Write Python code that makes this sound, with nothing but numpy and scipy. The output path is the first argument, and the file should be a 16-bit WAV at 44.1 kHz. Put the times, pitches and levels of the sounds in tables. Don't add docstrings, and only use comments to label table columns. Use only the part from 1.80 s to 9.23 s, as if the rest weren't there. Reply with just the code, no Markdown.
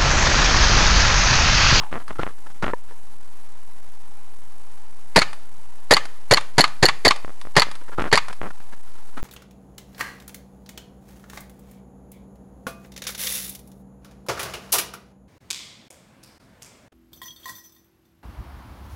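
import sys
import numpy as np
from scipy import signal
from scipy.fft import rfft, irfft
from scipy.io import wavfile

SR = 44100
rng = np.random.default_rng(int(sys.argv[2]) if len(sys.argv) > 2 else 0)


def log_audio(samples):
    frames = np.atleast_2d(samples).T
    limited = np.clip(frames, -1, 1)
    pcm = np.round(limited * 32767).astype(np.int16)
    wavfile.write(sys.argv[1], SR, pcm)


N = 327663
T = np.arange(SR // 5) / SR

# (time [s], blast level [dB], hammer level [dB],
# delay to the rear stop [s], stop level [dB], delay until the slide shuts [s], shut level [dB])
SHOTS = [(3.3607, 0.5, -35, 0.029, -6.5, 0.058, 1), (4.1092, 0.5, -37.5, 0.028, 1.5, 0.059, 0.5),
         (4.5108, -1.5, -39, 0.026, 3.5, 0.062, 0.5), (4.7815, -1.5, -39, 0.026, 3.5, 0.06, 1),
         (5.027, -2, -45, 0.028, 2.5, 0.06, 2), (5.25, -3.5, -44, .0303, 2, 0.059, 1),
         (5.7655, -2, -24, .0315, -4, 0.055, 1.5), (6.327, -2.5, -19, 0.029, -11.5, 0.049, 1.5)]
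# (frequency [Hz], level [dB])
GAS_COLOUR = [(20, -27.5), (60, -6), (170, 3), (280, -5), (430, -2), (650, -3.5), (1000, 1), (1400, -6),
              (1850, 5), (2700, -11), (3600, -9), (4600, -2), (5600, -18.5), (7000, -12), (8300, -23),
              (10000, -19.5), (13000, -37.5)]
# (frequency [Hz], level [dB])
VENT_COLOUR = [(30, -15), (120, -7), (230, -9.5), (430, -4), (800, -4.5), (1200, -11.5), (2500, -37),
               (13000, -54)]
# (time [s], chill [0-1])
MAGAZINE_CHILL = [(5.25, 0), (5.77, 0.72), (6.33, 1)]
# (frequency [Hz], level [dB])
STEEL_COLOUR = [(30, -28), (100, -21), (300, -22.5), (700, -8.5), (1150, 7), (1420, -6), (1750, -4.5),
                (2300, -4.5), (3300, -7.5), (4400, -10), (5500, -20), (7200, -20), (12000, -43),
                (14000, -52)]
# (frequency [Hz], level [dB], t60 [s])
CHAMBER_MODES = [(425, -6.5, 0.085), (545, -11, 0.054), (880, -6, 0.044), (1829, -8.5, .06),
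                 (4540, -9.5, 0.04)]
# (frequency [Hz], level [dB], t60 [s])
SLIDE_MODES = [(1084, -31, 0.047), (1703, -23.5, 0.071), (1923, -12, 0.031), (2944, -21, .04),
               (4356, -0.5, 0.013), (4410, -6.5, 0.017), (6300, -34, 0.042), (7080, -12, .015),
               (9000, -21, 0.018), (11600, -25, 0.017)]
# (delay [s], level [dB])
STOP_BLOWS = [(0, 1), (0.0073, -6.5)]
# (frequency [Hz], level [dB], t60 [s])
FRAME_MODES = [(950, -14, 0.057), (1199, -4.5, 0.046), (1665, -10.5, 0.033), (2132, -1.5, 0.034),
               (2810, -10.5, 0.036), (4420, -1.5, 0.025)]
# (time [s], level [dB])
TICKS = [(0.2802, -32.5), (3.530, -28), (4.2535, -27.5), (4.609, -28.5), (4.877, -27.5), (5.33, -32),
         (5.3607, -26.5), (5.6132, -29.5), (5.9134, -26.5), (5.953, -29.5), (6.483, -26), (6.528, -29)]
# (frequency [Hz], level [dB])
TICK_COLOUR = [(60, -15), (500, -6.5), (1000, 9.5), (1900, 1), (3000, -6.5), (4700, -3.5), (5800, -10.5),
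               (7200, -13), (8500, -12.5), (10000, -8.5), (12000, -34.5), (14000, -34)]

# (time [s], length [s], first gap [s], first slip level [dB])
CREAKS = [(0.1282, .052, 0.017, -9.5), (.3078, .007, 0.0044, -13), (.4336, .002, .03, -6),
          (0.4667, .01, 0.0092, -12), (0.843, .006, 0.0049, -5), (0.8666, .037, 0.014, -9),
          (5.448, .002, .03, -14), (5.4796, .03, 0.015, -21), (5.6527, .024, 0.016, -22.5),
          (5.869, .022, .017, -19), (6.196, .014, 0.013, -7), (6.2418, .039, .0125, -10),
          (6.6161, .063, 0.015, -10.5)]
# (frequency [Hz], level [dB], t60 [s])
CASE_MODES = [(58.8, -21, .06), (445, -48, 0.009), (990, -16, .02), (1450, -14, 0.0084), (1930, -22, 0.016)]
# (time [s], level [dB])
GRABS = [(0.3948, -9), (0.8352, -15.5), (6.1855, -8)]
# (delay [s], level [dB])
GRAB_JOLTS = [(-0.00229, -6.5), (0, 0), (0.006, -6.5)]
# (time [s], length [s], level [dB])
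RUBS = [(0.112, 0.12, -40), (0.277, 0.06, -38.5), (0.354, 0.022, -37), (.385, 0.058, -31),
        (.438, 0.083, -42.5), (0.823, 0.037, -26), (0.857, 0.066, -34), (1.086, 0.043, -46.5),
        (6.117, 0.035, -36.5), (6.177, 0.035, -29.5), (6.213, 0.083, -33), (6.497, 0.021, -34.5),
        (6.614, 0.081, -39.5), (6.705, 0.0097, -30.5), (7.368, 0.04, -35.5)]
# (frequency [Hz], level [dB])
RUB_COLOUR = [(40, -5.5), (130, 2), (350, -2), (600, -7.5), (940, -1), (1120, -3), (1380, -1), (1650, -4.5),
              (2300, -13), (3200, -16.5), (5000, -24.5), (12000, -36.5)]
# (time [s], level [dB])
KNOCKS = [(0.506, -25), (0.9349, 1.5), (1.11, -22), (1.121, -23.5), (6.021, -25), (6.094, -18.5)]
# (frequency [Hz], level [dB], t60 [s])
KNOCK_MODES = [(494, -11, 0.015), (955, -13.5, 0.023), (1750, -20, 0.018)]
# (multiple of the pitch, level [dB])
SQUEAK_HARMONICS = [(1, 1), (2, -20), (3, -14)]
# (start [s], end [s], scuff level [dB])
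FIDGETS = [(0.184, .82, -50), (6.002, 6.18, -44.5), (6.721, 7.35, -52.5)]

# (frequency [Hz], level [dB], t60 [s])
GARDEN_BANDS = [(60, -13.5, 1), (449, -9.5, .45), (1190, -3, 0.49), (1910, -1.5, 0.43), (2830, 3.5, 0.34),
                (4400, -2, 0.37), (6000, 3, 0.36), (12000, -4, 0.26)]
# (frequency [Hz], level [dB])
TOWN_COLOUR = [(20, -2), (60, 4.5), (150, -3), (300, -6.5), (520, -11), (720, -5.5), (860, 1.5),
               (1050, -3.5), (1400, -11.5), (2000, -16), (3000, -25), (12000, -21.5)]

HAMMER_LEAD_S, VENT_LEAD_S = 0.011, 0.0097
CHILL_HISS_DB, CHILL_VENT_DB = -4.5, -13
SLIP_WIDTH_S, SLIP_SHARPEN = 0.0002, 0.86
LAST_GAP_S, GAP_SHRINK, GAP_JITTER = 0.0042, 0.46, 0.12
SLIP_FADE_DB, SLIP_SPREAD_DB = -3, 2.5
GRAB_RING_DB, GRAB_RING_T60_S = -14, 0.054
RUB_ATTACK_S, RUB_RELEASE_S, RUB_EASE_DB = 0.0023, 0.0055, -6
CHATTER_HZ, CHATTER_DB, CHATTER_GROWTH = 1380, -24.5, 1.7
SCUFFS_PER_S, SCUFF_S, SCUFF_SPREAD_DB = 14, 0.02, 7
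SQUEAK_HZ, SQUEAK_SAG_HZ_PER_S = 1050, 2800
SQUEAK_DB, SQUEAK_HOLD_S, SQUEAK_FADE_DB_PER_S = -35.5, 0.036, 287
CONVERTER_HZ, TREBLE_EDGE_HZ = 24500, 16100


def gas_blasts():
    out = np.zeros(N)
    for s, blast_db, _, recoil_s, *_ in SHOTS:
        chill = np.interp(s, *np.transpose(MAGAZINE_CHILL))
        vent_s = recoil_s - VENT_LEAD_S
        valve = amp(np.interp(T, [vent_s, recoil_s], [0, -6]) + 2 * flutter(rate=700))
        colour = [(hz, db + chill * CHILL_HISS_DB * (hz > 6000)) for hz, db in GAS_COLOUR]
        add(out, s - 0.0008, amp(blast_db - 1.74) * burst(colour, rise=0.0014, t60=0.13) * valve)
        pop = amp(1) * vent_pop(hz=571, length=0.00084)
        puff = amp(-4.5) * burst(VENT_COLOUR, rise=0.001, t60=0.025)
        add(out, s + vent_s, amp(chill * CHILL_VENT_DB) * (pop + puff))
    return out


def vent_pop(hz, length):
    pitch = hz * rng.uniform(0.686, 1.283)
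    age = T / length
    return -np.sin(2 * np.pi * pitch * T) * age * np.exp(1 - age)


def hammer_and_return():
    out = np.zeros(N)
    for s, _, hammer_db, _, _, cycle_s, shut_db in SHOTS:
        tap = burst(STEEL_COLOUR, rise=0.0012, t60=0.034) + amp(-4) * ring(FRAME_MODES, detune=0.037)
        add(out, s - HAMMER_LEAD_S, amp(hammer_db) * tap)
        add(out, s - 0.003, amp(-14.5) * burst(GAS_COLOUR, rise=0.0026, t60=0.03))
        scrape = amp(shut_db - 20) * burst(TICK_COLOUR, rise=0.003, t60=0.05)
        clack = amp(shut_db - 9.5) * burst(STEEL_COLOUR, rise=0.00078, t60=0.044)
        rebound = amp(shut_db - 16) * burst(STEEL_COLOUR, rise=0.0011, t60=0.04)
        shut_s = s + cycle_s
        add(out, shut_s - 0.0075, scrape)
        add(out, shut_s - 0.0015, clack)
        add(out, shut_s + 0.007, rebound)
    return out


def slide_stop():
    out = np.zeros(N)
    for s, _, _, recoil_s, stop_db, *_ in SHOTS:
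        for delay, db in STOP_BLOWS:
            ringing = amp(stop_db) * ring(SLIDE_MODES, detune=0.016)
            crack = amp(-5) * burst(TICK_COLOUR, rise=0.00038, t60=0.0092)
            add(out, s + recoil_s + delay, amp(db) * (ringing + crack))
    return out


def pistol_body():
    out = np.zeros(N)
    for s, blast_db, *_, cycle_s, shut_db in SHOTS:
        chamber = ring(CHAMBER_MODES, detune=0.022) * np.minimum(T / 0.0021, 1)
        add(out, s - 0.0008, amp(blast_db - 0.5) * chamber)
        add(out, s + cycle_s, amp(shut_db - 10) * ring(FRAME_MODES, detune=0.03))
    return out


def ticks():
    out = np.zeros(N)
    for s, db in TICKS:
        add(out, s, amp(db) * burst(TICK_COLOUR, rise=0.00037, t60=0.035))
    return out


def creaks(count=16):
    out, k = np.zeros(N), np.arange(count)
    for s, length, first_gap, db in CREAKS:
        timing, strength = rng.standard_normal((2, count))
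        gaps = (LAST_GAP_S + (first_gap - LAST_GAP_S) * GAP_SHRINK ** k) * (1 + GAP_JITTER * timing)
        delays = np.cumsum(gaps) - gaps
        heights = amp(db + SLIP_FADE_DB * np.log2(1 + k) + SLIP_SPREAD_DB * strength * (k > 0))
        for delay, height in zip(delays, heights):
            width = SLIP_WIDTH_S / (1 + SLIP_SHARPEN * height)
            add(out, s + delay - 0.0006, -height * (delay <= length) * slip(width))
    return out


def slip(width):
    pulse = np.exp(-((T - 0.0006) / width) ** 2)
    onset = np.clip(T / 0.0002 - 1, 0, 1)
    return pulse + amp(-2.5) * ring(CASE_MODES, detune=0.02) * onset


def handling():
    out = np.zeros(N)
    for s, db in GRABS:
        for delay, jolt_db in GRAB_JOLTS:
            add(out, s + delay - 0.0006, amp(db + jolt_db) * slip(width=0.00029))
        add(out, s, amp(db) * ring([(CHATTER_HZ, GRAB_RING_DB, GRAB_RING_T60_S)], detune=0.03))
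    for s, length, db in RUBS:
        add(out, s, rub(length, db))
    for s, db in KNOCKS:
        add(out, s, -amp(db) * ring(KNOCK_MODES, detune=0.0029) * (1 - np.exp(-T / 0.00033)))
    return out


def rub(length, db):
    contact = np.clip(np.minimum(T / RUB_ATTACK_S, (length - T) / RUB_RELEASE_S), 0, 1)
    pressure = contact * amp(RUB_EASE_DB * np.minimum(T / length, 1))
    hiss = amp(db + 3.7 * flutter(rate=200)) * noise(RUB_COLOUR, len(T))
    chatter_hz = CHATTER_HZ * (1 + 0.06 * flutter(rate=450))
    chatter = np.sin(2 * np.pi * np.cumsum(chatter_hz) / SR)
    hardest_db = max(row[-1] for row in RUBS)
    return pressure * (hiss + chatter * amp(CHATTER_DB + CHATTER_GROWTH * (db - hardest_db)))


def squeak():
    hz = SQUEAK_HZ - SQUEAK_SAG_HZ_PER_S * T
    db = SQUEAK_DB - SQUEAK_FADE_DB_PER_S * np.maximum(T - SQUEAK_HOLD_S, 0)
    turns = np.cumsum(hz * (1 + 0.12 * flutter(rate=480))) / SR
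    tone = sum(amp(part_db) * np.sin(2 * np.pi * k * turns) for k, part_db in SQUEAK_HARMONICS)
    out = np.zeros(N)
    add(out, 0, amp(db + 2.8 * flutter(rate=300)) * (tone + amp(-5.5) * noise(RUB_COLOUR, len(T))))
    return out


def scuffs():
    out = np.zeros(N)
    for start, end, db in FIDGETS:
        for s in np.arange(start, end, 1 / SCUFFS_PER_S):
            delay = rng.random() / SCUFFS_PER_S
            add(out, s + delay, rub(SCUFF_S, db + SCUFF_SPREAD_DB * rng.standard_normal()))
    return out


def garden_echo(sound, build_s, echoes_per_s=2500):
    t = np.arange(SR) / SR
    echoes = rng.standard_normal(SR) * (rng.random(SR) < echoes_per_s / SR)
    hz, frame_s, spectrum = signal.stft(echoes * (1 - np.exp(-t / build_s)), SR, nperseg=256)
    band_hz, band_db, band_t60 = np.transpose(GARDEN_BANDS)
    db = curve(np.c_[band_hz, band_db], hz)[:, None]
    t60 = curve(np.c_[band_hz, band_t60], hz)[:, None]
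    tail = signal.istft(spectrum * amp(db - 60 * frame_s / t60), SR, nperseg=256)[1]
    return signal.fftconvolve(sound, tail / np.linalg.norm(tail))[:N]


def distant_town():
    return amp(-56) * noise(TOWN_COLOUR, N)


def burst(colour, rise, t60):
    return noise(colour, len(T)) * (1 - np.exp(-(T / rise) ** 2)) * amp(-60 * T / t60)


def ring(modes, detune):
    return sum(amp(db - 60 * T / t60) * np.sin(2 * np.pi * hz * (1 + detune * rng.standard_normal()) * T)
               for hz, db, t60 in modes)


def noise(colour, size):
    gains = amp(curve(colour, np.fft.rfftfreq(size, 1 / SR)))
    shaped = irfft(rfft(rng.standard_normal(size)) * gains, size)
    return shaped / shaped.std()


def flutter(rate):
    return np.interp(T * rate, np.arange(500), 1.2 * rng.standard_normal(500))


def curve(points, hz):
    point_hz, value = np.transpose(points)
    return np.interp(np.log(hz + 1), np.log(point_hz + 1), value)


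def amp(db):
    return 10 ** (np.asarray(db) / 20)


def add(mix, s, sound):
    part = mix[max(round(s * SR), 0):][:len(sound)]
    part += sound[:len(part)]


def scene():
    outward = gas_blasts() + hammer_and_return() + ticks()
    rings = slide_stop() + pistol_body()
    echo = amp(-21.5) * garden_echo(outward + amp(-13.5) * rings, build_s=0.012)
    town = distant_town()
    hand = creaks() + handling() + squeak() + scuffs()
    return (outward + rings + echo + town + hand)[None]


def record(dry):
    ceiling, step, rest_in_steps, dc_offset = amp(-5), amp(-44.5), 0.3, -0.112
    clipped = np.clip(dry, -ceiling, ceiling)
    slow = signal.resample_poly(clipped, CONVERTER_HZ, SR, axis=1)
    stepped = step * np.round(slow / step + rest_in_steps)
    smoothing = signal.firwin(721, 1 / 9, window=("kaiser", 8))
    grainy = signal.resample_poly(stepped, SR, CONVERTER_HZ, axis=1, window=smoothing)[:, :N]
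    above_band = signal.butter(6, CONVERTER_HZ / 2, "high", fs=SR, output="sos")
    splatter = amp(-12) * signal.sosfilt(above_band, clipped - dry)
    treble_edge = signal.firwin(511, TREBLE_EDGE_HZ, window=("kaiser", 9), fs=SR)
    return dc_offset + signal.oaconvolve(grainy + splatter, treble_edge[None], "same")


dry = scene()
out = record(dry)
log_audio(out)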